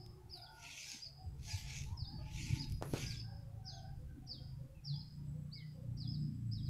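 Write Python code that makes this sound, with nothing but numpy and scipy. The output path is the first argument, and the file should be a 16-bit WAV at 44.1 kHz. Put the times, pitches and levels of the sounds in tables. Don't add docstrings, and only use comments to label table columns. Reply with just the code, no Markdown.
import sys
import numpy as np
from scipy import signal
from scipy.fft import rfft, irfft
from scipy.io import wavfile
from scipy.ndimage import map_coordinates

SR = 44100
rng = np.random.default_rng(int(sys.argv[2]) if len(sys.argv) > 2 else 0)


def store_pcm(level_fs):
    pcm = np.round(np.clip(level_fs, -1, 1) * 32767).astype(np.int16)
    wavfile.write(sys.argv[1], SR, np.atleast_2d(pcm).T)


N = 295029

# (s, rise s, fall s, start Hz, top Hz, end Hz, level dB)
CHIRPS = [
    (-.17, 0.0411, 0.0237, 4460, 5250, 4270, -48.5),
    (0.296, 0.01976, 0.091, 4286, 5252, 3598, -52.5), (0.412, 0.014, 0.0563, 4618, 5022, 3247, -51),
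    (.878, 0.0118, .068, 4538, 5376, 3562, -51), (.998, 0.0462, 0.0262, 4440, 5021, 4415, -53),
    (1.5, 0.0093, 0.067, 4730, 5036, 3567, -48.5),
    (1.971, 0.01176, 0.0928, 4942, 5230, 3548, -51.5), (2.045, 0.037, 0.0273, 3980, 5000, 4037, -53),
    (2.561, 0.0419, 0.0505, 3300, 5012, 3647, -49),
    (3.06, 0.0203, 0.085, 4538, 5552, 3390, -49.5), (3.148, 0.0419, 0.021, 4380, 5254, 4434, -52),
    (3.652, 0.0124, 0.0824, 4350, 5430, 3346, -47.5), (3.722, 0.00876, 0.076, 4689, 5044, 3103, -53.5),
    (4.271, 0.0162, 0.1036, 4260, 5464, 3209, -49),
    (4.844, .01, 0.107, 4353, 5467, 3254, -48), (4.935, 0.05935, 0.0273, 4516, 5089, 4043, -53.5),
    (5.511, 0.0375, .085, 3670, 5149, 2973, -51),
    (5.972, 0.01618, 0.0903, 4400, 5440, 3318, -51), (6.07, 0.057, 0.0392, 4853, 5251, 3772, -56),
    (6.513, 0.0199, 0.0896, 4600, 5286, 3255, -51.5), (6.625, 0.0187, 0.04975, 4749, 5074, 3607, -55)]
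BEAK = [(3000, -26), (3500, -18.5), (4100, -11), (4600, -5), (5000, -2.5), (5280, -5.5), (5600, -4.5)]  # (Hz, dB)
# (s, rise s, fall s, start Hz, top Hz, end Hz, roundness of the top, level dB)
WHISTLES = [
    (2.11, 0.022, 0.074, 4150, 4629, 4556, 1.114, -63.5), (3.64, 0.11, 0.0354, 5427, 6487, 6042, 1.56, -68),
    (4.745, 0.0119, 0.0445, 2603, 2674, 2500, 0.83, -75), (5.555, 0.0076, 0.091, 2215, 2232, 1962, 1.61, -67)]
# (s, length s, start Hz, end Hz, level dB, octave above dB)
FAR_CALLS = [
    (-.1, 0.479, 367, 363.2, -67, -20), (.344, 0.101, 691.6, 764.7, -61.5, -15.5), (.395, 0.297, 733.9, 710.7, -71, 1.5), (.394, 0.308, 863, 902.9, -67.5, -39.5),
    (.855, 0.0804, 844.2, 784.6, -72, 1.5), (1.185, 0.0484, 753, 724, -61.5, -41.5), (1.472, 0.066, 817.8, 917, -63, -2.5), (1.62, 0.137, 879, 806, -70.5, -2),
    (1.852, 0.1107, 782, 1059, -65, -25), (2.031, 0.322, 827.5, 853.1, -67, -12.5), (2.181, 0.0496, 588.3, 641.3, -64, -10.5),
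    (2.45, 0.212, 882, 834.2, -68.5, -9.5), (3.01, 0.128, 799.4, 783.4, -80.5, 14.5), (3.231, 0.125, 785.5, 779.2, -70, -2), (3.264, 0.3227, 572.8, 548, -74, -25.5),
    (3.61, 0.3355, 787.9, 765.4, -67, -8.5), (3.708, 0.17, 693.2, 665.6, -66.5, -28.5), (4.08, 0.053, 771, 757.5, -84.5, 8.5), (4.218, 0.0547, 771.4, 733, -68, -30),
    (4.395, 0.0528, 743.3, 720, -72, -12.5), (4.934, 0.0336, 848, 886.7, -67, -34.5)]
GRASS = [(530, -49), (900, -13), (1350, -23), (1430, -5), (1670, -31.5), (1880, -4.5), (2280, 5), (2660, 4),
         (3800, -9.5), (4380, -7), (6260, -5), (8950, -22), (10600, -21), (11800, -23.5), (15500, -41)]
# (s, peak dB, ring Hz, t60 s, click dB against the peak)
KNOCKS = [(2.8131, -40, 587, 0.0142, -28), (2.8246, -21, 666, 0.00465, -8), (2.937, -18, 313, 0.01093, -13)]
FOOTFALLS = [(1.254, -38, 84.7, 0.044), (1.524, -33, 95.4, 0.0476), (1.906, -35.5, 82.8, 0.043), (2.015, -32.5, 92.4, 0.0181), (2.502, -29.5, 102.2, 0.01366), (2.521, -26.5, 119.5, 0.0241), (2.927, -31.5, 134.4, 0.026), (5.265, -45.5, 69.7, 0.0539)]  # (s, peak dB, Hz, length s)
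SNAPS = [(0.0632, -48), (0.374, -51.5), (.894, -46), (.918, -43.5), (1.803, -63), (2.506, -42.5), (2.699, -46), (2.722, -43), (3.098, -53)]
# (s, dB)
RUMBLE = [(0, -55), (.3, -58.5), (.9, -74.5), (1.08, -58), (1.4, -53), (1.55, -49), (2.2, -49), (3.05, -46.5), (3.25, -54.5), (3.6, -58.5), (3.9, -48.5), (4.3, -54), (5.3, -55.5), (5.7, -68), (5.98, -53.5), (6.3, -60.5), (6.69, -51)]
RUMBLE_TONE = [(15, -2.5), (30, -2), (60, 5), (100, 2.5), (150, 1), (190, -13.5), (260, -27), (500, -56.5)]  # (Hz, dB per Hz)
RUB_TONE = [(150, -16), (230, 14), (320, 10.5), (420, -11), (600, -28.5), (1000, -21), (2000, -33.5), (4000, -47.5)]  # (Hz, dB per Hz)
# (s, centre Hz)
BOOM = [(0, 127.3), (2.9, 132.1), (3.3, 116.4), (4.6, 133.4), (5.6, 158), (5.85, 133.4), (6.2, 148.5), (6.42, 114.6), (6.69, 114)]
FLOOR = [(20, -23.5), (100, 1.5), (250, -16), (500, -12.5), (900, -18), (1500, -18), (3000, -22), (5000, -24), (8000, -25), (12000, -26), (15500, -27)]  # (Hz, dB per Hz)
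INSECT = [(0, -99), (1.2, -90), (4.75, -108), (4.9, -91), (5.4, -85.5), (5.85, -93), (6.1, -86.5), (6.69, -83.5)]  # (s, dB)
LEAD = SR // 2
EDGE_HZ = 15700
TIME = np.arange(N) / SR
# (s, firings a second)
SPEED = [(0, 28.97), (1.1, 27.2), (1.6, 26.65), (2.2, 27.8), (3, 28.42), (3.4, 27.15), (3.85, 26.2), (4.25, 26.13), (4.7, 26.1), (5, 29.52), (5.3, 28.8), (5.65, 30.7), (6, 29.8), (6.28, 29.65), (6.45, 29.2), (6.69, 24.63)]
# (s, dB at the boom)
DRONE = [(0, -59), (.9, -72.5), (1.6, -57), (3.1, -50), (3.55, -57.5), (3.85, -51), (4.1, -60), (4.62, -53), (4.77, -71), (4.92, -46.5), (5.1, -53), (5.3, -45), (5.68, -55.5), (5.85, -46.5), (6.2, -45), (6.69, -43.5)]
# (Hz, dB per Hz)
DIN = [(0, -72), (1, -75.5), (1.8, -69), (2.7, -84.5), (3.3, -72), (4.2, -80.5), (5, -82), (6, -77), (6.69, -106)]
DIN_TONE = [(200, -3), (400, 3), (560, -9), (800, 0.5), (1050, -15), (1300, -10), (1600, -24.5), (2200, -43), (4000, -58)]
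# (delay s, dB)
SLAPS = [(.0011, -20), (.0047, -6.5), (0.0133, -16)]
ROUND_SLOW, ROUND_QUICK, ROUND_S = 1.08, 1.8, 0.029
# (s, length s, level dB)
COOS = [(3.983, 0.0655, -68.5), (4.273, 0.163, -70.5), (4.578, 0.168, -65.5), (5.336, 0.0655, -67.5), (5.74, 0.1085, -64.5)]
# (s at full speed, hold s, level dB, fizz dB and rasp dB against that level)
SWISHES = [(.365, 0.028, -84.5, 9, 10), (.55, .02, -83.5, 8, -7.5), (.615, 0.026, -69.5, -12, 5.5), (0.676, 0.108, -58, -15.5, 3), (.8, 0.1481, -55.5, -17, -1.5), (1.492, 0.0904, -54.5, -13, -3.5), (1.71, 0.057, -55, -19, -1),
           (1.85, 0.016, -69.5, -5.5, -14), (2.286, 0.034, -73, -15.5, 12), (2.383, 0.178, -57.5, -14, 2), (2.71, 0.0073, -74, 2.5, -2.5), (2.905, 0.033, -71.5, 10, -18), (2.982, 0.043, -54.5, -12, 2.5), (3.11, 0.0067, -60, -11, -0.5)]
SWISH_RISE_DB_PER_S, SWISH_START_S = 97, 0.0684
SWISH_FALL_DB_PER_S, SWISH_STOP_S = 82, 0.159
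GUSTS_PER_S, GUST_DB = 11, 3.5
# (s, length s, level dB)
RUBS = [(0.954, 0.027, -58.5), (2.142, 0.0646, -59.5), (2.544, .17, -54), (2.982, 0.1169, -56.5), (3.203, 0.044, -60), (4.17, 0.09, -60), (4.385, 0.0754, -61), (4.651, 0.0398, -63.5), (5.237, 0.04326, -63.5)]
GRIP_DB = -23
BOOM_WIDTH_HZ = 14.5
MUTTER = [(0, -27), (4.8, -26), (5.9, -22.5), (6.3, -11), (6.45, -24), (6.69, -20)]
START_HZ = None
CLUCKS, CLUCK_S, CLUCK_LOW_HZ, CLUCK_HIGH_HZ, CLUCK_DB, CLUCK_OCTAVE_DB = 22, .06, 562.7, 952.7, -0.5, -24.5
COO_HZ, COO_OCTAVE_DB = 515.27, -22.5
TRILL_BURSTS_PER_S, TRILL_DEPTH_DB = 18, 4
ORDERS_DB = [(2, -19), (3, -11.5), (4, -7.5), (5, -7.5), (6, -10)]
SWEEP_DB_PER_KHZ_PER_S = 0.0923
DROP_HZ = None
DROP_S = None
TICK_LEAD_S, TICK_S, TICK_HZ, TICK_DB = 0.0071, 0.00864, 5632, -17.5
TICK_FALL_S = .09
SNAGS_PER_S, SNAG_DB = 22, 1.0949


def amp(db):
    return 10 ** (np.asarray(db) / 20)


def unit(x):
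    return x / np.sqrt(np.mean(x ** 2) + 1e-20)


def read(points, hz):
    f, db = np.transpose(points)
    return np.interp(np.log(hz + 1), np.log(f + 1), db)


def follow(rows, t=TIME):
    s, *columns = np.transpose(rows)
    return [np.interp(t, s, c) for c in columns]


def colour(x, points):
    return irfft(rfft(x) * amp(read(points, np.fft.rfftfreq(len(x), 1 / SR))), len(x))


def band(x, lo_hz, hi_hz, order=2):
    return signal.sosfilt(signal.butter(order, [lo_hz, min(hi_hz, SR / 2 - 1)], "band", fs=SR, output="sos"), x)


def drift(rate, size=N):
    knots = rng.standard_normal(4096)
    return map_coordinates(knots, [np.arange(size) * rate / SR], order=2, mode="wrap")


def add(mix, s, sound):
    part = mix[max(round(s * SR), 0):][:len(sound)]
    part += sound[:len(part)]


def grove(x, t60, onset):
    t = np.arange(SR) / SR
    taps = rng.standard_normal(SR) * (rng.random(SR) < 2500 / SR)
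    tail = taps * amp(-60 * t / t60) * (1 - np.exp(-(t / onset) ** 2))
    return signal.fftconvolve(x, tail / np.linalg.norm(tail))[:len(x)]


def sing(notes, beak, waver, flutter_db):
    out = np.zeros(N + LEAD)
    for s, rise, fall, start_hz, top_hz, end_hz, roundness, db in notes:
        t = np.arange(0, rise + fall, 1 / SR)
        up, down = np.clip(t / rise, 0, 1), np.clip((t - rise) / fall, 0, 1)
        hz = start_hz + (top_hz - start_hz) * (1 - (1 - up) ** np.clip(roundness, 1, 2)) - (top_hz - end_hz) * np.sin(np.pi / 2 * down ** roundness)
        thinning_db = SWEEP_DB_PER_KHZ_PER_S * abs(np.gradient(hz, t)) / 1000
        hz = hz * (1 + waver * drift(243.4, size=len(t)))
        swell = np.minimum(t / 0.0059, 1) * np.minimum((t[-1] - t) / 0.0031, 1)
        level = swell * amp(db + 2 - thinning_db + read(beak, hz) + flutter_db * drift(121.94, size=len(t)))
        add(out, s + LEAD / SR, level * np.sqrt(2) * np.sin(2 * np.pi * np.cumsum(hz) / SR))
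    return out


def birds():
    ticks = [(s - TICK_LEAD_S, TICK_S, TICK_S, TICK_HZ, TICK_HZ, TICK_HZ, 1, db + TICK_DB) for s, _, fall, *_, db in CHIRPS if fall > TICK_FALL_S]
    near = sing([chirp(*row) for row in CHIRPS], BEAK, waver=.008, flutter_db=4.0)
    others = sing(WHISTLES + ticks, [(2000, -4), (7000, -3.5)], waver=0.011, flutter_db=1.5)
    slaps = np.zeros(N + LEAD)
    for delay, db in SLAPS:
        add(slaps, delay, amp(db) * near)
    scatter = amp(-2.5) * grove(near, t60=0.379, onset=0.00505)
    lingering = amp(-10.0) * grove(band(near, 4759, 5300), t60=0.4, onset=0.231)
    hidden = others + amp(-0.5) * grove(others, t60=0.22, onset=0.0029)
    return (near + slaps + scatter + lingering + hidden)[LEAD:]


def fowl():
    out = np.zeros(N + LEAD)
    for s, length, start_hz, end_hz, db, octave_db in far_calls():
        size = round(length * SR)
        hz = np.linspace(start_hz, end_hz, size) * (1 + .03 * drift(170, size=size) + .02 * drift(20, size=size))
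        phase = 2 * np.pi * np.cumsum(hz) / SR
        add(out, s + LEAD / SR, amp(db) * (np.sin(phase) + amp(octave_db) * np.sin(2 * phase)) * signal.windows.tukey(size, .3))
    din_db, = follow(DIN)
    din = amp(din_db) * unit(patchy(colour(rng.standard_normal(N), DIN_TONE), db=5.5, width_hz=70, length=.09))
    scatter = grove(out, t60=.4, onset=.004)
    return (out + amp(2.5) * scatter)[LEAD:] + din


def grass():
    grains = rng.standard_normal(N) * amp(1.59 * drift(300)) + 0.322 * unit(rng.standard_normal(N) ** 3 * (rng.random(N) < 1500 / SR))
    swish = patchy(colour(grains, GRASS), db=2.6, width_hz=330, length=.04)
    rasp = colour(swish, [(3000, 0.5), (4500, -25.5)])
    fizz = colour(swish, [(7800, -77), (9500, -2.5)])
    body = swish - rasp - fizz
    body, fizz, rasp = body / np.std(band(body, 4970, 9000, order=4)), unit(fizz), unit(rasp)
    power = np.zeros((3, N))
    for s, hold, db, fizz_db, rasp_db in SWISHES:
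        before, after = np.maximum(s - TIME, 0), np.maximum(TIME - s - hold, 0)
        level = db - SWISH_RISE_DB_PER_S * before * (1 + before / SWISH_START_S) - SWISH_FALL_DB_PER_S * after * (1 + after / SWISH_STOP_S)
        power += amp([level, level + fizz_db, level + rasp_db]) ** 2
    snags = amp(SNAG_DB * np.array([drift(SNAGS_PER_S) for _ in power]))
    return (np.sqrt(power) * snags * [body, fizz, rasp]).sum(0)


def snaps():
    out, t = np.zeros(N), np.arange(1500) / SR
    for s, db in SNAPS:
        tick = band(rng.standard_normal(len(t)) * np.exp(-t / 0.00092), 2140, 12000)
        add(out, s, amp(db) * tick / abs(tick).max())
    return out


def bumps():
    out, t = np.zeros(N), np.arange(SR // 4) / SR
    for s, db, hz, t60, click_db in KNOCKS:
        ring = -np.sin(2 * np.pi * hz * t) * amp(-60 * t / t60)
        click = -band(np.exp(-t / .00004), 280, 7800, order=1)
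        add(out, s, amp(db) * (ring + amp(click_db) * click / abs(click).max()))
        scuff = colour(rng.standard_normal(len(t)), [(100, -17), (350, 17.5), (800, 5.5), (1500, 3.5), (3000, -12.5), (7000, -12.5), (14000, -28)])
        add(out, s, amp(db - 25.5) * unit(scuff) * amp(-60 * t / 0.312))
    for s, db, hz, length in FOOTFALLS:
        u = t / (length / 2)
        add(out, s, amp(db) * u ** 2 * np.exp(1 - u ** 2) * np.sin(2 * np.pi * hz * t))
    return out


def engine():
    (rate,), (db,), (boom_hz,), (mutter_db,) = follow(SPEED), follow(DRONE), follow(BOOM), follow(MUTTER)
    phase = 2 * np.pi * np.cumsum(rate * (1 + 0.00574 * drift(15))) / SR
    out = np.zeros(N)
    for k, outside_db in ORDERS_DB:
        boom = np.maximum(np.exp(-.5 * ((k * rate - boom_hz) / BOOM_WIDTH_HZ) ** 2), amp(outside_db))
        out += boom * amp(db - 0.5 + 3.39 * drift(12)) * np.sqrt(2) * np.sin(round(k) * phase + 0.398 * drift(15) + rng.normal(0, 0.472))
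    for k in range(7, 14):
        mutter = drift(17) * np.sin(k * phase) + drift(13) * np.cos(k * phase)
        out += amp(db + mutter_db + read([(200, 8.5), (240, 1.5), (300, -3.0), (335, -15), (390, -23.0)], k * rate)) * mutter
    return out


def air():
    rumble_db, = follow(RUMBLE)
    gusts = amp(rumble_db + GUST_DB * drift(GUSTS_PER_S))
    rumble = gusts * unit(colour(rng.standard_normal(N), RUMBLE_TONE))
    grip = amp(GRIP_DB) * gusts + sum(amp(db) * np.exp(-2 * ((TIME - s) / length) ** 2) for s, length, db in RUBS)
    rub = grip * unit(colour(rng.standard_normal(N), RUB_TONE))
    return rumble + rub + amp(-74) * unit(colour(rng.standard_normal(N), FLOOR))


def insect():
    db, = follow(INSECT)
    shimmer = amp(1.93 * drift(40) + TRILL_DEPTH_DB * drift(TRILL_BURSTS_PER_S))
    return amp(db) * shimmer * unit(band(rng.standard_normal(N), 7660, 7940, order=3))


def patchy(x, db, width_hz, length):
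    z = signal.stft(x, SR, nperseg=1024, noverlap=768)[2]
    bins, frames = np.indices(z.shape)
    field = map_coordinates(rng.standard_normal((256, 256)), [bins * SR / 1024 / width_hz, frames * 256 / SR / length], order=1, mode="wrap")
    return signal.istft(z * amp(db * unit(field)), SR, nperseg=1024, noverlap=768)[1][:len(x)]


def chirp(s, rise, fall, start_hz, top_hz, end_hz, db):
    return s, rise, fall, start_hz, top_hz, end_hz, ROUND_SLOW + ROUND_QUICK * np.exp(-fall / ROUND_S), db


def far_calls():
    coos = [(s, length, COO_HZ, COO_HZ, db, COO_OCTAVE_DB) for s, length, db in COOS]
    clucks = []
    for when, pitch, bend in rng.random((int(CLUCKS), 3)):
        s, hz = when * N / SR, CLUCK_LOW_HZ + pitch * (CLUCK_HIGH_HZ - CLUCK_LOW_HZ)
        clucks.append((s, CLUCK_S, hz, hz * (1 + 0.23 * (bend - .5)), follow(DIN, s)[0] + CLUCK_DB, CLUCK_OCTAVE_DB))
    return FAR_CALLS + coos + clucks


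def scene():
    return (birds() + fowl() + grass() + snaps() + bumps() + engine() + air() + insect())[None]


def record(dry):
    return signal.oaconvolve(dry, signal.firwin(801, EDGE_HZ, window=("kaiser", 8), fs=SR)[None], "same")


dry = scene()
out = record(dry)
store_pcm(out)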